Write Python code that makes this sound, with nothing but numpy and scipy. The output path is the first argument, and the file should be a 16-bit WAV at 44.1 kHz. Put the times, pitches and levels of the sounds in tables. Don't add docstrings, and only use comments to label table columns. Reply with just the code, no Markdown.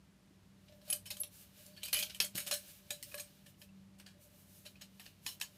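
import sys
import numpy as np
from scipy import signal
from scipy.fft import rfft, irfft
from scipy.io import wavfile
from scipy.ndimage import uniform_filter1d

SR = 44100
rng = np.random.default_rng(int(sys.argv[2]) if len(sys.argv) > 2 else 0)


def digitize_waveform(pressure):
    field = np.atleast_2d(pressure).T
    bounded = np.clip(field, -1, 1)
    quanta = np.round(bounded * 32767).astype(np.int16)
    wavfile.write(sys.argv[1], SR, quanta)


def volts_from_db(level):
    exponent = np.asarray(level, float) / 20
    return 10 ** exponent


N = 245813
SPLIT_HZ = 1800, 6000


def fade(t, t60):
    return np.exp(-np.log(1000) * t / max(t60, 1e-3))


def unit(x):
    return x / np.sqrt(np.mean(x ** 2))


def colour(x, points):
    hz, db = np.transpose(points)
    f = np.maximum(np.fft.rfftfreq(len(x), 1 / SR), 1)
    return irfft(rfft(x) * volts_from_db(np.interp(np.log(f), np.log(hz), db)), len(x))


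def ring(x, hz, t60):
    pole = np.exp(2j * np.pi * hz / SR - np.log(1000) / (max(t60, 1e-3) * SR))
    return signal.lfilter([0, pole.imag], [1, -2 * pole.real, abs(pole) ** 2], x)


def walk(rate):
    hold = int(SR / rate)
    steps = np.repeat(rng.standard_normal(N // hold + 1), hold)
    return unit(uniform_filter1d(uniform_filter1d(steps, hold), hold)[:N])


def registers(points, count):
    bands = []
    for hz, kind in (SPLIT_HZ[0], "low"), (SPLIT_HZ, "band"), (SPLIT_HZ[1], "high"):
        noise = colour(rng.standard_normal(count), points[:-1])
        sos = signal.butter(2, hz, kind, fs=SR, output="sos")
        bands.append(unit(signal.sosfilt(sos, noise)))
    return bands


STRIKES = [(0.9012, -36, 6.5, 0.044), (1.103, -30.5, -4, 0.06), (1.1675, -40, -1, 0.065),
           (1.2337, -31, -2.5, 0.024), (1.6615, -57, 12, 0.035), (2.03, -27, -6.5, 0.014),
           (2.0075, -52.5, -3.5, 0.022), (1.831, -34, 2.5, 0.064), (1.9287, -23.5, 4.5, 0.015),
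           (1.932, -21.5, -15, 0.075), (1.966, -28, -17, 0.055), (2.146, -31, -5.5, 0.065),
           (2.201, -11, -5.5, 0.036), (2.2437, -29.5, 2, 0.067), (3.027, -41.5, 10.5, 0.011)]
RATTLES = [(0.6796, -44.5, -25, 0.056), (0.811, -48.5, -14, 0.051), (0.9256, -29, 11, 0.01),
           (1.112, -32, -1.5, 0.016), (1.199, -65, -4, 0.021), (1.2454, -59, -8, 0.033),
           (1.8187, -40, -34, 0.042), (1.852, -32.5, -8, 0.13), (1.879, -30, -7.5, 0.038),
           (1.9426, -20.5, -10, 0.023), (1.9868, -28, -1, 0.065), (2.024, -23.5, -3.5, 0.032),
           (2.094, -28.5, -19, 0.07), (2.395, -39, -8, 0.038), (2.534, -30.5, 2.5, 0.12),
           (3.196, -37, 6, 0.052), (3.983, -53, 2, 0.05), (4.6606, -40.5, -3.5, 0.032),
           (5.26, -34, 2.5, 0.094), (5.4094, -22, -3.5, 0.014), (5.419, -38.5, -7, 0.071),
           (2.5185, -30, 1, 0.024), (2.471, -36.5, 1, .05), (5.268, -39, 2, 0.028)]
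TAPS = [(0.7205, -55.5, -29, 0.086), (2.379, -28, 0.5, 0.051), (2.511, -21, -1, 0.036),
        (2.9044, -31.5, 0, 0.082), (3.12, -41, -8, 0.032), (3.1421, -28, -3, 0.032),
        (3.461, -45.5, -7.5, 0.099), (3.615, -47.5, -2.5, 0.07), (3.998, -39.5, -9, 0.052),
        (4.062, -41.5, -13, 0.17), (4.755, -54, -18, 0.18), (4.996, -42.5, -5.5, 0.12),
        (5.056, -42, -11.5, 0.087), (5.399, -44, 1, 0.03)]
SLIDES = [
    (0.8755, -38.5, -6.5, 0.073),
    (1.053, -38, -2.5, 0.093),
    (1.763, -40.5, -11.5, 0.1),
    (2.347, -34, 0.5, 0.34),
    (2.463, -28.5, -2, 0.062),
    (3.173, -32, -2, 0.054),
    (4.2088, -57, 0, 0.071),
    (4.6493, -35, -11, 0.064),
    (4.807, -37.5, -10, 0.13),
]
# (rise [s], dull body share [dB])
KINDS = [
    (0.001, -30.5),
    (0.0045, -22.5),
    (0.001, -8),
    (0.0072, -16.5),
]
# (frequency [Hz], level [dB])
CRACK = [(410, -21), (560, -13), (780, -8.5), (1050, -21), (1340, -12), (1670, -12.5), (2100, -9.5),
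         (3080, 0), (3460, -6), (4260, -2), (6100, -8), (7440, -6), (11100, -8), (15600, -17)]


def contacts():
    t = np.arange(6144) / SR
    count = N + len(t)
    noises = body, mid, high = registers(CRACK, count)
    grit = volts_from_db(4.5 * unit(uniform_filter1d(rng.standard_normal(count), size=50)))
    push = rng.standard_normal(count)
    mode_hz, mode_db = np.transpose(TIN)
    place = np.digitize(mode_hz, SPLIT_HZ)
    out = ticks(noises, count)
    for table, (rise, body_db) in zip((STRIKES, RATTLES, TAPS, SLIDES), KINDS):
        for s, db, high_db, t60 in table:
            at = slice(int(s * SR), int(s * SR) + len(t))
            spot, bend = rng.standard_normal((2, len(TIN)))
            swell = volts_from_db(db) * (1 - np.exp(-t / max(rise, 1e-4))) ** 2
            blow = fade(t, 0.00086 + 8 * rise)
            chatter = volts_from_db(-7) * grit[at] * fade(t, t60)
            force = swell * (blow + chatter)
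            weight = swell * (blow + volts_from_db(-9.5) * chatter)

            share = volts_from_db(np.array([body_db + 10.5, 0, high_db + 6]))
            out[at] += volts_from_db(-12) * weight * share[0] * body[at]
            out[at] += volts_from_db(-12) * force * (mid[at] + share[2] * high[at])

            gains = share[place] * volts_from_db(1.03 * mode_db + 2.2 * spot + 1.5)
            out[at] += wall(force * push[at], gains, 1 + 0.01 * bend, t60=0.025)
    return out[:N]


# (frequency [Hz], level [dB])
TIN = [(1715, -3), (2450, -3.5), (2990, -5), (3230, -7.5), (3800, -12.5), (4100, -7.5), (4450, -9),
       (4810, -13), (5400, -9.5), (6600, -10.5), (6850, -9.5), (8100, -8), (8390, -3.5), (9500, -4),
       (10850, -4.5), (12150, -6.5)]


def wall(x, gains, detune, t60):
    f = np.fft.rfftfreq(len(x), 1 / SR)
    hz = np.array(TIN)[:, :1] * detune[:, None]
    width = np.log(1000) / (2 * np.pi * t60) * np.maximum(hz / 3500, 1) ** 1.2
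    response = np.sum(gains[:, None] * width / (width + 1j * (f - hz)), axis=0)
    return irfft(rfft(x) * response, len(x))


# (time [s], level [dB], treble share [dB])
TICKS = [(0.9017, -40, -9), (0.9273, -37.5, -5), (1.108, -37.5, -8), (1.112, -39.5, -3), (1.2343, -41.5, 1),
         (1.6646, -61.5, 12), (1.838, -41, -2), (1.9296, -33, 5), (1.934, -36, -4), (1.9457, -29.5, -6),
         (1.958, -51, -4), (1.97, -34.5, -3), (1.99, -33.5, -4), (2.008, -45.5, -8), (2.0276, -35.5, -14),
         (2.035, -38, -2), (2.209, -47, -2), (2.217, -38, 5), (2.3543, -45, 7), (2.383, -38, -6),
         (2.403, -39.5, 2), (2.465, -45, -2), (2.4704, -47, -6), (2.5133, -35, -7), (2.52, -39, -9),
         (2.528, -37, 2), (2.541, -38, 0), (2.9066, -38.5, -2.5), (2.912, -49, 3), (3.0267, -49, 8),
         (3.034, -56, 16), (3.041, -61, 16), (3.197, -43, -5), (3.623, -53, -6), (4.821, -49, -9),
         (5.004, -52, -10), (5.064, -48.5, -15), (5.2647, -37.5, -5), (5.29, -45, 4), (5.4133, -35, -7),
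         (5.422, -50, -8)]


def ticks(noises, count):
    body, mid, high = noises
    out, t = np.zeros(count), np.arange(6144) / SR
    peak_s = 0.00052
    pulse = t / peak_s * np.exp(1 - t / peak_s)
    for s, db, high_db in TICKS:
        at = slice(int(s * SR), int(s * SR) + len(t))
        out[at] += volts_from_db(db) * pulse * (mid[at] + volts_from_db(high_db) * high[at] + volts_from_db(-14) * body[at])
    return out


# (time [s], level [dB],
# frequency [Hz], t60 [s])
RINGS = [(0.901, -44, 4750, .04), (0.901, -29, 3160, .04), (0.908, -33, 2520, 0.085),
         (0.929, -34.5, 4770, 0.079), (0.931, -47, 5545, 0.087), (0.932, -45, 2450, 0.1),
         (0.953, -57, 3000, 0.25), (1.058, -46, 2430, 0.14), (1.058, -43, 3050, 0.24),
         (1.062, -42, 5350, 0.17), (1.105, -34, 2590, 0.04), (1.113, -25.5, 5430, 0.032),
         (1.113, -46, 4100, 0.072), (1.665, -59, 4500, 0.84), (1.932, -16, 4400, 0.033),
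         (1.944, -28, 2994, .3), (1.948, -27.5, 2450, 0.47), (1.962, -32, 2990, .3),
         (1.968, -31, 4850, .08), (2.0, -34, 2490, 0.38), (2.005, -33, 3100, 0.055),
         (2.018, -30, 3160, 0.05), (2.202, -12, 2620, 0.024), (2.208, -22, 4680, 0.089),
         (2.21, -31, 3220, 0.21), (2.215, -34, 4410, 0.23), (2.245, -46, 8100, 0.15),
         (2.378, -36, 2970, 0.081), (2.513, -35.5, 1713, .26), (2.513, -36, 3060, .15),
         (2.518, -28.5, 4134, 0.24), (2.52, -32, 5378, 0.19), (2.513, -29, 6756, 0.15),
         (2.908, -36.5, 3940, .3), (2.906, -35, 6800, 0.14), (2.912, -41, 8360, .15),
         (3.028, -34.5, 4280, 0.037), (3.028, -41, 2080, 0.027), (3.198, -40, 6500, 0.11),
         (3.198, -46.5, 2500, 0.11), (5.264, -32.5, 6880, 0.047), (5.266, -34, 4090, 0.28),
         (5.268, -37.5, 5400, 0.22), (5.277, -40, 3040, 0.23), (5.413, -20.5, 2645, 0.021),
         (5.413, -44, 6900, 0.12), (5.416, -38, 3020, 0.13), (5.425, -58, 5000, 0.15),
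         (1.735, -57, 4500, .25), (1.764, -48, 3200, 0.087), (1.775, -45, 4450, .12),
               (1.778, -53, 2940, 0.11), (1.78, -55, 1716, 0.13), (1.817, -41.5, 3100, 0.094),
               (1.817, -48, 3950, .08), (1.832, -33.5, 4000, .06), (1.832, -38, 2516, .08),
               (1.833, -37, 8230, .15), (1.851, -39, 3050, 0.12), (1.847, -36.5, 4560, 0.11),
               (1.882, -40, 2490, 0.09), (3.461, -50, 3035, 0.092), (3.543, -55, 2900, .03),
               (3.615, -48, 2584, .1), (3.617, -51, 5030, 0.067), (4.653, -51, 2700, .08),
               (4.664, -45, 3045, 0.085), (4.663, -51, 3960, 0.13), (4.755, -53, 2600, .1),
               (4.812, -52, 3040, 0.16), (4.812, -42.5, 6610, 0.087), (4.815, -42, 5500, .08),
               (4.996, -43, 2570, 0.048), (5.005, -46.5, 3100, .08), (5.062, -57, 2820, 0.078),
               (5.399, -42, 5400, .04), (5.399, -46, 6800, .06), (5.428, -39, 6840, .1),
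               (3.178, -43, 4190, .15), (3.116, -44.5, 2550, 0.05), (3.69, -56, 2700, .06)]


def rings():
    out, t = np.zeros(N + SR // 4), np.arange(SR // 4) / SR
    longest_t60_s, gripped_s = 0.22, 0.085
    touch = walk(150)
    shake = 0.8 + touch + 1j * touch[::-1]
    span = 3 * len(t)
    for k, (s, db, hz, t60) in enumerate(RINGS):
        size = volts_from_db(db - 13) * (1 - np.exp(-t / 0.00062)) * fade(t, min(t60, longest_t60_s))
        size = size * np.exp(-(t / gripped_s) ** 4)
        start = k * 4096 % (N - span)
        flutter = shake[start:start + span:3]
        out[int(s * SR):][:len(t)] += size * (flutter * np.exp(2j * np.pi * hz * t)).imag
    return out[:N]


# (time [s], level [dB], frequency [Hz])
PINGS = [(0.9014, -41, 3900), (0.9272, -20.5, 3005), (1.1677, -39, 3110), (1.2342, -40, 3150),
         (1.2445, -43, 3300), (1.7753, -50, 4570), (1.8326, -28.5, 3070), (0.9275, -28, 5320),
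         (1.9644, -27, 3130), (2.0258, -27.5, 4650), (2.0971, -51, 2860), (2.147, -37, 3160),
         (2.2022, -15, 5310), (2.5117, -38, 2900), (2.5117, -28, 5360), (2.9062, -27.5, 3740),
         (3.1196, -47, 2520), (3.1429, -31, 2520), (3.179, -41, 4190), (2.2022, -18, 3210),
         (3.616, -44, 3110), (4.0624, -44.5, 4660), (4.6633, -42, 3960), (4.7556, -48, 2480),
         (1.9895, -45, 2620), (2.2028, -19, 4170), (5.0635, -43.5, 1790), (5.2639, -26, 2510),
         (5.2764, -46, 3020), (5.4142, -27, 3940), (5.265, -27.5, 6920), (5.265, -53, 4900),
         (5.4135, -51, 5700), (5.4135, -30, 2540), (5.4135, -41, 6830), (5.42, -33, 3140),
         (2.0265, -23, 3230), (1.933, -24, 3060), (2.5125, -29, 3030), (2.9065, -34, 2420),
         (1.1045, -40, 2100), (3.199, -38, 2560), (1.1135, -43, 3250), (2.033, -33, 4770),
         (1.99, -32, 3100), (2.382, -38, 2000), (2.403, -43, 3260), (5.271, -46, 5400), (5.29, -41, 3000)]
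# (time [s], level [dB], frequency [Hz])
BELLY = [(0.9283, -51, 1750), (1.7766, -54, 1730), (1.957, -53, 1830), (2.2039, -40, 1750),
         (2.377, -39.5, 1943), (2.5104, -41, 1750), (2.9044, -41.5, 1727), (3.1414, -43, 1673),
         (3.1855, -43, 1716), (3.462, -58, 1780), (3.6166, -54.5, 1743), (4.0642, -59.5, 1830),
         (4.813, -53.5, 1770), (5.004, -52, 1830), (5.2627, -41, 1776), (5.4134, -41, 1704),
         (1.9455, -39, 2990), (2.0255, -36.5, 2530), (2.5283, -43, 4140)]


def pings():
    out, t = np.zeros(N + SR // 5), np.arange(SR // 5) / SR
    for table, t60_s in (PINGS, 0.017), (BELLY, 0.06):
        envelope = (1 - np.exp(-t / 0.00051)) * fade(t, t60_s)
        for s, db, hz in table:
            out[int(s * SR):][:len(t)] += volts_from_db(db - 3.5) * envelope * np.sin(2 * np.pi * hz * t)
    return out[:N]


# (time [s], level [dB], contact length [s], other modes against the longest
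# [dB])
TINKLES = [(0.894, -23.5, 0.024, -23), (0.922, -26.5, 0.015, -8.5), (0.956, -68.5, 0.0096, 26),
           (1.047, -58, 0.014, -16), (1.102, -43, 0.0052, 1), (1.196, -42.5, 0.018, 3.5),
           (1.199, -31, 0.033, -21), (1.236, -39.5, 0.012, -10), (1.27, -51, 0.0092, -8),
           (1.84, -48.5, 0.029, 2), (1.877, -55, 0.012, 6.5), (1.924, -26, 0.028, -7),
           (1.945, -35, 0.04, -8.5), (1.986, -44.5, 0.019, 5.5), (2.203, -45, 0.048, 1),
           (2.246, -39.5, 0.0069, -2.5), (2.374, -40.5, 0.007, 1.5), (2.525, -30, 0.014, -22),
           (2.929, -45, 0.008, -8), (3.149, -46, 0.0066, 0), (3.182, -44, 0.01, -7)]
# (frequency [Hz], level [dB], t60 [s])
WIRE = [
    (10820, -9, .055),
    (11450, -5, .016),
    (11900, 0, .016),
    (12350, -3, .016),
    (10620, -4, .016),
    (11150, -5, .012),
]


def wire():
    t = np.arange(N) / SR
    longest, others = np.zeros((2, N))
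    for s, db, length, others_db in TINKLES:
        at = slice(int(s * SR), int((s + length) * SR) + 1)
        contact = volts_from_db(db - 19) * np.hanning(len(t[at]))
        longest[at] += contact
        others[at] += contact * volts_from_db(others_db)
    forces = [longest] + [others] * (len(WIRE) - 1)
    out = np.zeros(N)
    for force, (hz, db, t60) in zip(forces, WIRE):
        out += volts_from_db(db) * ring(force * rng.standard_normal(N), hz, t60)
    return out


# (time [s], level [dB])
KNOCKS = [(0.694, -62), (0.722, -60.5), (0.765, -71), (0.824, -65), (0.877, -55), (0.928, -50.5),
          (1.052, -76), (1.115, -60), (1.166, -67), (1.204, -60.5), (1.234, -60), (1.575, -72),
          (1.614, -72), (1.678, -62.5), (1.719, -75), (1.833, -61), (1.941, -59), (2.029, -54.5),
          (2.238, -53), (2.379, -55), (2.512, -51), (2.525, -42), (2.915, -49), (3.142, -45.5),
          (3.197, -56), (3.619, -68.5), (4.148, -70), (4.19, -64), (4.656, -60.5), (4.816, -68),
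          (4.003, -69)]
# (time [s], frequency [Hz])
GRIP = [
    (.6, 600),
    (1.3, 590.5),
    (2, 608),
    (2.5, 585.6),
    (2.9, 588),
    (3.2, 586.4),
    (4.2, 584),
    (5.4, 600.5),
]


def shell(hum_gain):
    t = np.arange(N) / SR
    phase = 2 * np.pi * np.cumsum(np.interp(t, *np.transpose(GRIP))) / SR
    shaken = walk(70) * np.sin(phase) + walk(70) * np.cos(phase)
    blows, span = np.zeros(N + SR // 4), t[:SR // 4]
    envelope = (1 - np.exp(-span / 0.0012)) * fade(span, 0.17)
    for s, db in KNOCKS:
        blows[int(s * SR):][:len(span)] += volts_from_db(db + 1) * envelope
    return hum_gain * shaken + blows[:N] * (np.sin(phase) + 0.1 * shaken)


# (time [s], rub level [dB])
RUB = [(0.0, -77), (0.57, -73), (0.68, -68), (1.27, -79), (1.45, -67.5), (1.85, -64), (2.1, -58),
       (2.28, -68), (2.4, -72), (2.6, -54.5), (2.73, -74), (2.93, -59), (3.26, -61.5), (3.6, -73),
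       (4.02, -73.5), (4.4, -69.5), (5.2, -71), (5.57, -62)]
# (middle time [s], length [s], rub level [dB], treble rub level [dB], shell hum level [dB])
STROKES = [(0.753, 0.094, -99, -79, -73), (0.918, 0.13, -58, -59, -77), (1.125, 0.14, -67, -75, -78),
           (1.175, 0.1, -80, -58, -81), (1.392, 0.12, -62.5, -56, -100), (1.63, 0.14, -64.5, -62, -75.5),
           (1.993, 0.096, -46, -39, -59.5), (2.376, 0.048, -48, -63, -71), (2.483, 0.069, -50, -61, -62),
           (2.718, 0.17, -59.5, -57, -88), (3.108, 0.095, -64, -59, -85), (3.49, 0.066, -85, -67, -84),
           (3.625, 0.073, -93, -63.5, -94), (4.245, 0.078, -82, -64, -75), (4.397, 0.15, -78, -65.5, -80),
           (4.598, 0.22, -79, -63, -85), (5.044, 0.15, -64, -65, -101), (5.3, 0.094, -61, -53.5, -99)]


def hands():
    t = np.arange(N) / SR
    rest_db = -70
    rub_db = np.interp(t, *np.transpose(RUB))
    press = rub_db - rest_db
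    gains = volts_from_db(np.array([rub_db - 9.5, 1.46 * press - 78, 0.94 * press - 84.5]))
    for middle, length, *db in STROKES:
        at = slice(int((middle - 2 * length) * SR), int((middle + 2 * length) * SR))
        swell = np.exp(-(2 * (t[at] - middle) / length) ** 2)
        gains[:, at] += volts_from_db(np.array(db) - (8, 0.5, 1.5))[:, None] * swell
    return gains


# (frequency [Hz], level [dB])
SKIN = [(530, 1.5), (900, -7), (1740, 0.5), (1910, -6.5), (2830, 1.5), (6610, 0), (7180, -1.5),
        (12900, 1.5), (15600, -6)]


def palms(mid_gain, high_gain):
    body, mid, high = registers(SKIN, N)
    tin = unit(sum(volts_from_db(db) * ring(mid, hz, 0.014) for hz, db in TIN if hz < SPLIT_HZ[1]))
    hiss = mid_gain * (mid + volts_from_db(-10) * tin + volts_from_db(-13) * body) + high_gain * high
    return volts_from_db(1.5 * walk(25)) * hiss


# (time [s], level [dB], frequency [Hz], t60 [s])
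THUMPS = [(0.309, -58, 268, 0.061), (1.943, -52, 83, 0.034), (2.204, -49, 380, 0.014),
          (2.352, -34, 196, 0.017), (1.8, -70, 298, 0.025), (2.2, -48, 1035, 0.015),
          (3.144, -63, 400, 0.027), (5.265, -40.5, 1030, 0.013), (5.266, -54.5, 294, 0.022),
          (2.513, -40.5, 1160, 0.017), (1.106, -54.5, 818, 0.059), (0.895, -57.5, 770, 0.063),
          (0.93, -64, 820, 0.088), (5.264, -51, 1800, 0.015), (5.413, -39, 1900, 0.015),
          (3.143, -49, 1120, 0.015), (5.414, -34, 1030, 0.0056)]


def thumps():
    out, t = np.zeros(N + SR // 10), np.arange(SR // 10) / SR
    for s, db, hz, t60 in THUMPS:
        envelope = (1 - np.exp(-t / 0.00055)) * fade(t, t60)
        out[int(s * SR):][:len(t)] += volts_from_db(db) * envelope * np.sin(2 * np.pi * hz * t)
    return out[:N]


def room(x):
    t, step = np.arange(SR // 3) / SR, SR // 8
    t60_s, gap_s, level_db = 0.16, 0.0026, -3
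    shape = fade(t, t60_s) * (1 - np.exp(-(t / gap_s) ** 2))
    shape = volts_from_db(level_db) * shape / np.sqrt(np.sum(shape ** 2))
    out = np.append(x, np.zeros(len(t)))
    for i in range(0, N, step):
        wet = signal.fftconvolve(x[i:i + step], shape * rng.standard_normal(len(t)))
        out[i:i + len(wet)] += wet
    return out[:N]


# (frequency [Hz], level [dB per Hz])
AIR = [(24, -38), (40, -4.5), (103, -13.5), (160, -6.5), (196, -8), (216, -15), (263, -16.5), (392, -21),
       (502, -25.5), (728, -26.5), (1320, -29), (1460, -30.5), (1960, -29.5), (10900, -39), (15000, -56)]
# (frequency [Hz], level [dB rms])
HUM = [
    (96.9, -68.5),
    (193.8, -63.5),
]


def background():
    t = np.arange(N) / SR
    hiss_top = [(14600, -48.5), (15500, -47)]
    air = volts_from_db(-67.5) * unit(colour(rng.standard_normal(N), AIR[:-1] + hiss_top))
    hum = np.zeros(N)
    for hz, db in HUM:
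        hum += volts_from_db(db - 4 + 3.2 * walk(8.3)) * np.sin(2 * np.pi * hz * t + 0.8 * walk(9))
    return air + hum


def scene():
    lone = pings() + rings() + volts_from_db(1.5) * wire()
    rub, treble, hum = hands()
    pail = room(contacts() + thumps() + 0.35 * lone) + 0.65 * lone
    return (pail + shell(hum) + palms(rub, treble) + background())[None]


def roll_off(x):
    return signal.sosfilt(signal.butter(12, 16460, fs=SR, output="sos"), x)


# (frequency [Hz], level [dB])
MIC = [
    (25, -22),
    (45, -10),
    (60, 2),
]
# (frequency [Hz], level [dB])
TOP = [
    (14300, 0),
    (15500, -6),
    (15800, -30),
    (16400, -36),
    (16600, -70),
]


def record(dry):
    rounded = np.tanh(2 * dry[0]) / 2
    mix = colour(rounded, MIC + TOP)[None]
    return roll_off(mix)


dry = scene()
out = record(dry)
digitize_waveform(out)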